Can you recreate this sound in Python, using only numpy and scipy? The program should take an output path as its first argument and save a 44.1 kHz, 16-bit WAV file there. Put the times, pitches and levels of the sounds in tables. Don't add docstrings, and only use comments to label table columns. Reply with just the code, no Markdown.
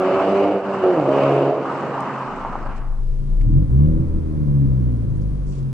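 import sys
import numpy as np
from scipy import signal
from scipy.fft import rfft, irfft, next_fast_len
from scipy.io import wavfile
from scipy.ndimage import uniform_filter1d

SR = 44100
rng = np.random.default_rng(int(sys.argv[2]) if len(sys.argv) > 2 else 0)


def volts(x):
    e = np.asarray(x, float) / 20
    return 10 ** e


def log_audio(samples):
    frames = np.atleast_2d(samples).T
    limited = np.clip(frames, -1, 1)
    pcm = np.round(limited * 32767).astype(np.int16)
    wavfile.write(sys.argv[1], SR, pcm)


N = 252672


def evened(x):
    return x / np.sqrt(np.mean(x ** 2) + 1e-20)


def read(points, hz):
    f, value = np.transpose(points)
    return np.interp(np.log(hz + 1), np.log(f + 1), value)


def columns(rows):
    s, *values = np.transpose(rows)
    return [np.interp(np.arange(N) / SR, s, v) for v in values]


def slow(hz, count):
    knots_per_s = 100
    knots = rng.standard_normal((count, int(N / SR * knots_per_s) + 9))
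    smooth = signal.lfilter(*signal.butter(2, hz / (knots_per_s / 2)), knots)
    at = np.arange(N) / SR * knots_per_s
    return np.array([np.interp(at, np.arange(len(v)), evened(v)) for v in smooth])


def noise(spectrum, same, lead, patchy_db):
    frames, hz = N // 256 + 5, np.fft.rfftfreq(1024, 1 / SR)
    a, b, c, d, patches = rng.standard_normal((frames, 513, 5)).T
    patches = uniform_filter1d(patches, size=10, axis=0)
    patches = evened(uniform_filter1d(patches, size=12, axis=1))
    like = np.clip(read(same, hz), -1, 1)[:, None]
    left = a + 1j * b
    right = like * left + np.sqrt(1 - like ** 2) * (c + 1j * d)
    right = right * np.exp(-1j * read(lead, hz))[:, None]
    z = np.array([left, right]) * volts(read(spectrum, hz)[:, None] + patchy_db * patches)
    return evened(signal.istft(z, nperseg=1024, noverlap=768)[1][:, :N])


def ports(x, tilt, lead):
    size = next_fast_len(N + SR // 4)
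    hz = np.fft.rfftfreq(size, 1 / SR)
    half = volts(read(tilt, hz) / 2) * np.exp(.5j * read(lead, hz))
    held = np.pad(x, [(0, 0), (0, size - N)], "reflect")
    held = held * np.minimum(1, np.linspace(size / 4000, 0, size))
    return irfft(rfft(held) * np.array([half, 1 / half]), size)[:, :N]


def colour(x, spectrum):
    hz = abs(np.fft.fftfreq(8192, 1 / SR))
    log_gain = np.log(volts(np.maximum(read(spectrum, hz), -100)))
    taps = np.fft.ifft(np.exp(np.conj(signal.hilbert(log_gain)))).real[:4096]
    return signal.oaconvolve(x, taps)[:N]


# (pitch_hz, level_db)
WHINE_TONES = [(9049, -91), (9109, -91), (9232, -89), (9292, -88), (9351, -91), (9830, -91), (9889, -80),
               (9948, -81), (10008, -90)]


def electrical_whine():
    t = np.arange(N) / SR
    return sum(np.sqrt(2) * volts(db) * np.sin(2 * np.pi * (hz * t + rng.random())) for hz, db in WHINE_TONES)


# (pitch_hz, level_db per Hz)
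HISS_COLOUR = [(1200, -28.5), (2000, -8.5), (3000, -1.5), (4500, -4), (6000, -5.5), (7800, -10.5),
               (8300, -6), (9500, -8.5), (10900, -8), (11150, -42), (12000, -84)]
# (pitch_hz, likeness 0 to 1)
CABIN_LIKENESS = [(60, 0.42), (140, 0.23), (310, 0.6), (700, 0.01), (1580, 0.05), (3570, 0.11)]


def cabin_hiss():
    return volts(-63.5) * noise(HISS_COLOUR, CABIN_LIKENESS, [(0, 0)], patchy_db=0.5)


# (pitch_hz, level_db per Hz)
MURMUR_COLOUR = [(250, -40), (420, 5.5), (440, -23.5), (471, -5), (544, -9), (629, -16), (867, -21.5),
                 (950, -17), (1490, -26), (1670, -28), (2600, -35.5), (3380, -60.5), (5720, -120)]


def engine_bay_murmur(firing_hz):
    idle_db, db_per_octave = -48.5, 3.5
    level_db = idle_db + db_per_octave * np.log2(firing_hz / firing_hz[0])
    return volts(level_db) * noise(MURMUR_COLOUR, CABIN_LIKENESS, [(0, 0)], patchy_db=0.0)


def shell_rumble(firing_hz):
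    calm_db, harder_from_hz, db_per_octave = -31, 64, 18
    level_db = calm_db + db_per_octave * np.maximum(np.log2(firing_hz / harder_from_hz), 0)
    shake = rng.standard_normal((2, N))
    shake[1] = shake[0] + 0.2 * shake[1]
    band = signal.butter(2, [14, 45], "bandpass", fs=SR, output="sos")
    return volts(level_db) * evened(signal.sosfilt(band, shake))


# (start_s, length_s, level_db before the swell, low_hz, high_hz, left_over_right_db)
TICKS_AND_RUSTLES = [(1.807, 0.0068, -52, 2970, 7593, -5), (2.005, 0.0065, -54, 4000, 9250, -16),
                     (2.756, 0.045, -58, 2520, 7840, 3), (3.408, 0.021, -48.5, 705, 2940, 3),
                     (3.412, .012, -56, 3000, 8550, 4), (3.689, 0.12, -67.5, 7600, 10160, 1.5),
                     (3.784, 0.0045, -59, 890, 4470, -9), (3.807, .005, -54.5, 910, 4500, -8),
                     (3.86, 0.0064, -55, 900, 4000, 3), (4.726, 0.022, -69, 494, 1994, 10),
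                     (5.15, .05, -65, 6080, 10460, 1), (5.208, 0.051, -64, 4530, 7050, 3),
                     (5.457, 0.12, -58.5, 4457, 8504, 0), (5.513, 0.15, -58, 2207, 8000, 1),
                     (5.525, 0.025, -61, 2400, 3600, 0.5), (5.627, .012, -60, 3024, 6930, 1)]


def ticks_and_rustles():
    out = np.zeros((2, N))
    t = np.arange(8000) / SR
    for s, length, db, low_hz, high_hz, pan_db in TICKS_AND_RUSTLES:
        grains_db = 2.5 * np.repeat(rng.standard_normal(80), 100)
        raw = rng.standard_normal((2, 8000)) * volts(grains_db)
        band = signal.butter(5, [low_hz, high_hz], "bandpass", fs=SR, output="sos")
        rise, fall = t / (0.081 * length), (length - t) / (0.49 * length)
        swell = np.clip(np.minimum(rise, fall), 0, 1) ** 2
        sides = volts(db + np.array([[pan_db], [-pan_db]]) / 2)
        burst = sides * evened(signal.sosfilt(band, raw)) * swell
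        part = out[:, round(s * SR):][:, :8000]
        part += burst[:, :part.shape[1]]
    return out


# (time_s, tyre_roar_db, intake_and_turbo_hiss_db)
ROAD_LEVELS = [(0.0, -25, -38.5), (0.42, -26, -38.5), (0.56, -31.5, -42.5), (0.62, -32.5, -50),
               (0.74, -26.5, -44.5), (0.9, -28, -43), (1.05, -27, -45), (1.24, -24, -36), (1.5, -29, -43.5),
               (1.6, -32, -47.5), (1.71, -26, -47.5), (2.33, -28, -47.5), (2.6, -25.5, -50.5),
               (2.78, -28, -43.5), (3.15, -30, -81)]
# (pitch_hz, level_db per Hz)
TYRE_COLOUR = [(20, -38.5), (90, -20), (200, 0), (350, -7.5), (500, -10.5), (800, -2), (1210, -2),
               (1500, -10.5), (2000, -20), (3000, -36), (3300, -36.5), (5000, -39), (8000, -44),
               (9300, -54.5), (10200, -89)]
# (pitch_hz, level_db per Hz)
TURBO_COLOUR = [(1000, -29.5), (1700, -22.5), (2130, -5), (2810, -3), (3000, -5.5), (3290, -17.5),
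                (4900, -21), (5300, -28.5), (7800, -36), (9000, -44), (9600, -48.5), (10500, -94)]
# (pitch_hz, likeness 0 to 1)
STREET_LIKENESS = [(60, 0.58), (140, 0.82), (700, 0.97), (1580, 0.87), (3570, 0.18), (8000, 0.12)]


def tyres_and_turbo():
    roar_db, hiss_db = columns(ROAD_LEVELS)
    flutter_db = slow(45, count=1)
    roar = noise(TYRE_COLOUR, STREET_LIKENESS, [(0, 0.0064)], patchy_db=1.5)
    hiss = noise(TURBO_COLOUR, STREET_LIKENESS, [(0, 0.01)], patchy_db=1.5)
    return volts(roar_db + flutter_db) * roar + volts(hiss_db + 0.82 * flutter_db) * hiss


# (time_s, level_db, pitch_hz)
OVERRUN_POPS = [(2.076, -20, 1162), (2.449, -7.5, 920), (2.555, -8, 940), (2.62, -16.5, 1170)]


def overrun_pops():
    width_s, ring_s, ring_rise_s, ring_db = .0007, 0.007, 0.0059, -12
    out, t = np.zeros(N), np.arange(-300, 2000) / SR
    after = np.maximum(t, 0)
    burst = np.exp(-(t / width_s) ** 2 / 2)
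    ring = volts(ring_db) * np.exp(-after / ring_s) * (1 - np.exp(-(after / ring_rise_s) ** 2))
    shape = (burst + ring) * np.hanning(len(t) + 2000)[2000:]
    for s, db, hz in OVERRUN_POPS:
        out[round(s * SR) - 260:][:len(t)] += volts(db) * shape * np.cos(2 * np.pi * hz * t)
    return out


# (pitch_hz, width_hz, level_db)
CABIN_MODES = [(40, 16, -3.5), (132, 7.27, 13.5), (193, 8, 4.5), (226, 25.4, -4), (279, 55.3, -3.5),
               (320.5, 17.6, -1), (375, 14.2, -10), (495, 28, -15.5), (555.5, 26, -15.5)]


def cabin_modes(hz):
    return sum((-1) ** k * volts(db) / (1 + 2j * (hz - f) / w) for k, (f, w, db) in enumerate(CABIN_MODES))


# (start_s, level_db)
MOUNT_JOLTS = [(3.993, -4), (4.165, -19), (5.22, -25), (5.324, -12.5)]


def mount_jolts(response):
    pushes = np.zeros(N)
    for s, db in MOUNT_JOLTS:
        pushes[round(s * SR):][:300] = volts(db) * np.hanning(300) / 150
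    return irfft(rfft(pushes) * response, N) / abs(irfft(response, N)).max()


# (multiple, level_db before the cabin modes)
WEAK_MULTIPLES = [(.5, -2), (1.5, -23.5), (2.5, -12.5), (3.5, -6.5), (4, 0.5), (4.5, -12), (6, -6.5),
                  (7, -6.5), (8, -4.5), (10, -13), (12, -11.5)]


def wavering_overtones(turns, hz):
    waver = volts(4.5 * slow(6, count=len(WEAK_MULTIPLES)))
    return sum(volts(db) * cabin_modes(k * hz) * w * np.exp(1j * k * turns)
               for (k, db), w in zip(WEAK_MULTIPLES, waver)).real


# (time_s, firing_hz, combustion_load_db, firing_tone_db)
THROTTLE_BLIP = [(2.3, 24.07, -10.5, -23.5), (3.1, 25.53, -16, -18), (3.25, 28.5, -10.5, -22),
                 (3.37, 29.68, -9.5, -13.5), (3.48, 37.93, -0.5, -15.5), (3.58, 47.15, 3, -17.5),
                 (3.63, 50.9, 1.5, -16), (3.67, 55, -4.5, -29.5), (3.72, 61.03, 1.5, -17),
                 (3.79, 69.6, 1, -13.5), (3.88, 78.3, 6.5, -18.5), (3.95, 80.76, 5, -25.5),
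                 (4.03, 81.4, 1.5, -26), (4.24, 78.9, -2.5, -22.5), (4.41, 74.35, -0.5, -28),
                 (4.6, 69.06, 0, -25), (4.89, 60.9, -0.5, -19.5), (5.12, 52.77, -2, -29),
                 (5.21, 50.65, -0.5, -23), (5.3, 50.87, -3, -25), (5.4, 48.88, -8, -23),
                 (5.73, 43.74, -6.5, -37)]
# (multiple, level_db at load 0 before the booming, level_db per dB of load)
STEADY_MULTIPLES = [(2, -24.5, 1.96), (3, -26, 1.29), (5, -30.5, .7)]
# (pitch_hz, level_db)
CABIN_BOOMING = [(45, -1.5), (95, -1.5), (110, 2.5), (125, 5), (140, 10), (150, 2.5), (161, -9.5),
                 (172, -14), (190, -2), (215, -2.5), (245, -11), (300, -8), (400, -16.5)]


def cabin_engine():
    hz, load_db, first_db = columns(THROTTLE_BLIP)
    turns = 2 * np.pi * np.cumsum(hz) / SR
    steady = sum(volts(db + share * load_db + read(CABIN_BOOMING, k * hz)) * np.sin(k * turns)
                 for k, db, share in STEADY_MULTIPLES)
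    tones = np.sqrt(2) * (volts(first_db) * np.sin(turns) + steady)
    response = cabin_modes(np.fft.rfftfreq(N, 1 / SR))
    flat_noise = noise([(0, 0)], CABIN_LIKENESS, [(0, 0.015)], patchy_db=1.5)
    boom = evened(irfft(rfft(flat_noise) * response, N))
    overtones = volts(-27.5 + 1.34 * load_db) * wavering_overtones(turns, hz)
    boom = volts(-27.5 + 0.92 * load_db) * boom
    return tones + overtones + boom + mount_jolts(response)


# (pitch_hz, left_over_right_db)
CABIN_PORT_LEVELS = [(28, 4), (60, -0.8), (140, 1.3), (310, -0.5), (700, -1.0), (1580, -0.5), (3570, 0.5)]
# (pitch_hz, phase_radians)
CABIN_PORT_PHASES = [(0, 0), (30, -.45), (60, -.8), (130, -1.), (250, -1.), (520, -1.2), (780, -2.),
                     (1030, -.5), (2000, -1.5), (8000, 0)]


def cabin(inside):
    firing_hz = columns(THROTTLE_BLIP)[0]
    background = shell_rumble(firing_hz) + engine_bay_murmur(firing_hz) + cabin_hiss() + electrical_whine()
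    return ports(inside * (cabin_engine() + background), CABIN_PORT_LEVELS, CABIN_PORT_PHASES)


# (pitch_hz, level_db)
TAILPIPE = [(41, -26.5), (70, -15.5), (144, -4), (201, -17.5), (268, -3), (362, 4.5), (401, 1), (512, 4.5),
            (735, 0), (2200, -51), (2860, -63.5), (4840, -120)]


def crank_orders(turns_hz, ranks):
    turns = np.cumsum(turns_hz) / SR
    fading_db = 4 * slow(6, count=len(ranks))
    drift = .05 * slow(3, count=len(ranks))
    return evened(sum(volts(read(TAILPIPE, k * turns_hz) + f) * np.sin(2 * np.pi * (k * turns + d))
                      for k, f, d in zip(ranks, fading_db, drift)))


# (delay_s, extra delay_s per s, level_db against the clean orders)
HOUSE_FRONT = (0.11, 0.049, -12)


def house_front_echo(turns_hz, orders_db):
    delay, slip, wall_db = HOUSE_FRONT
    now = np.arange(N) / SR
    then = now * (1 - slip) - delay
    heard_hz = (1 - slip) * np.interp(then, now, turns_hz)
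    return volts(wall_db + np.interp(then, now, orders_db)) * crank_orders(heard_hz, (2, 4, 5, 6, 7, 8))


def firing_pulses(turns, turns_hz):
    at = np.flatnonzero(np.diff(np.floor(2 * turns)))
    late, size = rng.standard_normal((len(at), 2)).T
    where = at + late * 0.067 * SR / (2 * turns_hz[at])
    pulses = np.zeros(N)
    strong_weak = 1 + .6 * (-1) ** np.arange(len(at))
    pulses[np.clip(where, 0, N - 1).astype(int)] = strong_weak * volts(2.2 * size)
    rush = rng.standard_normal(N) * np.exp(-(2 * turns % 1) / .3)
    rasp = evened(colour(evened(pulses - pulses.mean()) + .45 * evened(rush), TAILPIPE))
    t = np.arange(SR // 2) / SR
    taps = rng.standard_normal((2, len(t))) * (rng.random((2, len(t))) < 300 / SR)
    taps = taps * volts(-60 * t / .6) * (t > .008)
    taps[1] = taps[0] + 0.44 * taps[1]
    echoes = evened(signal.oaconvolve(rasp[None], taps, axes=1)[:, :N])
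    return evened(rasp + volts(-3) * echoes)


# (time_s, crank_hz, exhaust_load_db, firing_tone_db before the brief changes below)
STREET_DRIVE = [(0.0, 93.24, -2, -34.5), (0.3, 97.55, 0, -25.5), (0.5, 100.4, 1, -33.5),
                (0.56, 98.3, -1, -25.5), (0.62, 98.9, -13, -34.5), (0.7, 98.5, -5, -30.5),
                (0.8, 96.37, -7, -31), (0.84, 92.8, 4, -39), (0.92, 89.73, 1, -38), (1.0, 75.7, 3.5, -25.5),
                (1.05, 66.68, 0, -29), (1.14, 69.3, 1, -30), (1.3, 69.25, 1, -21),
                (1.48, 69.56, 0.5, -26.5), (1.58, 71, -3, -36.5), (1.66, 69.73, -9, -37.5),
                (1.95, 68.54, -12.5, -33.5), (2.3, 65.54, -19, -34.5), (2.6, 63.16, -22, -41),
                (3.15, 59.3, -22, -29)]
# (centre_s, half_length_s, firing_tone_change_db, octave_change_db)
TONE_CHANGES = [(0.2, 0.1, -21, 2.5), (0.258, 0.087, 3.5, -17.5), (0.493, 0.088, -3, -19),
                (0.693, 0.091, 2, -8), (0.61, 0.034, -17, -5.5), (0.819, 0.028, -14, 0),
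                (0.956, 0.019, -1, -17), (1.052, 0.037, 1, -5), (1.2, 0.035, -3.5, -3.5),
                (1.355, 0.055, -2, -8.5), (1.546, 0.051, -15, -30), (2.08, 0.046, -16, 8),
                (2.38, 0.092, -31, 1)]


def exhaust():
    turns_hz, load_db, tone_db = columns(STREET_DRIVE)
    turns = np.cumsum(turns_hz) / SR
    falling = np.maximum(uniform_filter1d(-np.gradient(turns_hz) * SR, size=2000), 0)
    blur_db = np.maximum(-0.2173 * falling, -16)
    orders_db = -19.5 + 1.09 * load_db + blur_db
    octave_db = -24 + load_db + read(TAILPIPE, 4 * turns_hz)
    for s, half, tone_change_db, octave_change_db in TONE_CHANGES:
        near = np.clip(1 - abs(np.arange(N) / SR - s) / half, 0, 1)
        tone_db = tone_db + tone_change_db * near
        octave_db = octave_db + octave_change_db * near
    tones = volts(tone_db) * np.sin(4 * np.pi * turns) + volts(octave_db) * np.sin(8 * np.pi * turns)
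    upper = volts(orders_db) * crank_orders(turns_hz, (3, 5, 6, 7, 8, 9, 10))
    wall = house_front_echo(turns_hz, orders_db)
    return volts(-22.5 + load_db) * firing_pulses(turns, turns_hz) + upper + wall + np.sqrt(2) * tones


# (pitch_hz, left_over_right_db)
STREET_PORT_LEVELS = [(60, 0.63), (170, -0.46), (460, -1.8), (1290, 0.22), (3570, -0.69)]


def street():
    overload = .52
    thin = signal.sosfilt(signal.butter(2, 120, "highpass", fs=SR, output="sos"), exhaust())
    heard = ports(thin + tyres_and_turbo(), STREET_PORT_LEVELS, [(0, 0.003)])
    return np.clip(heard, -overload, overload) + overrun_pops()


# (start_s, end_s, curve of the street's fall as a power)
STREET_TO_CABIN = (2.25, 3.085, 1.24)


def scene():
    start_s, end_s, curve = STREET_TO_CABIN
    inside = np.clip((np.arange(N) / SR - start_s) / (end_s - start_s), 0, 1)
    return (1 - inside) ** curve * street() + cabin(inside) + ticks_and_rustles()


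def top_cut(x):
    return signal.sosfilt(signal.butter(12, 15830, fs=SR, output="sos"), x)


def record(dry):
    return top_cut(dry)


dry = scene()
out = record(dry)
log_audio(out)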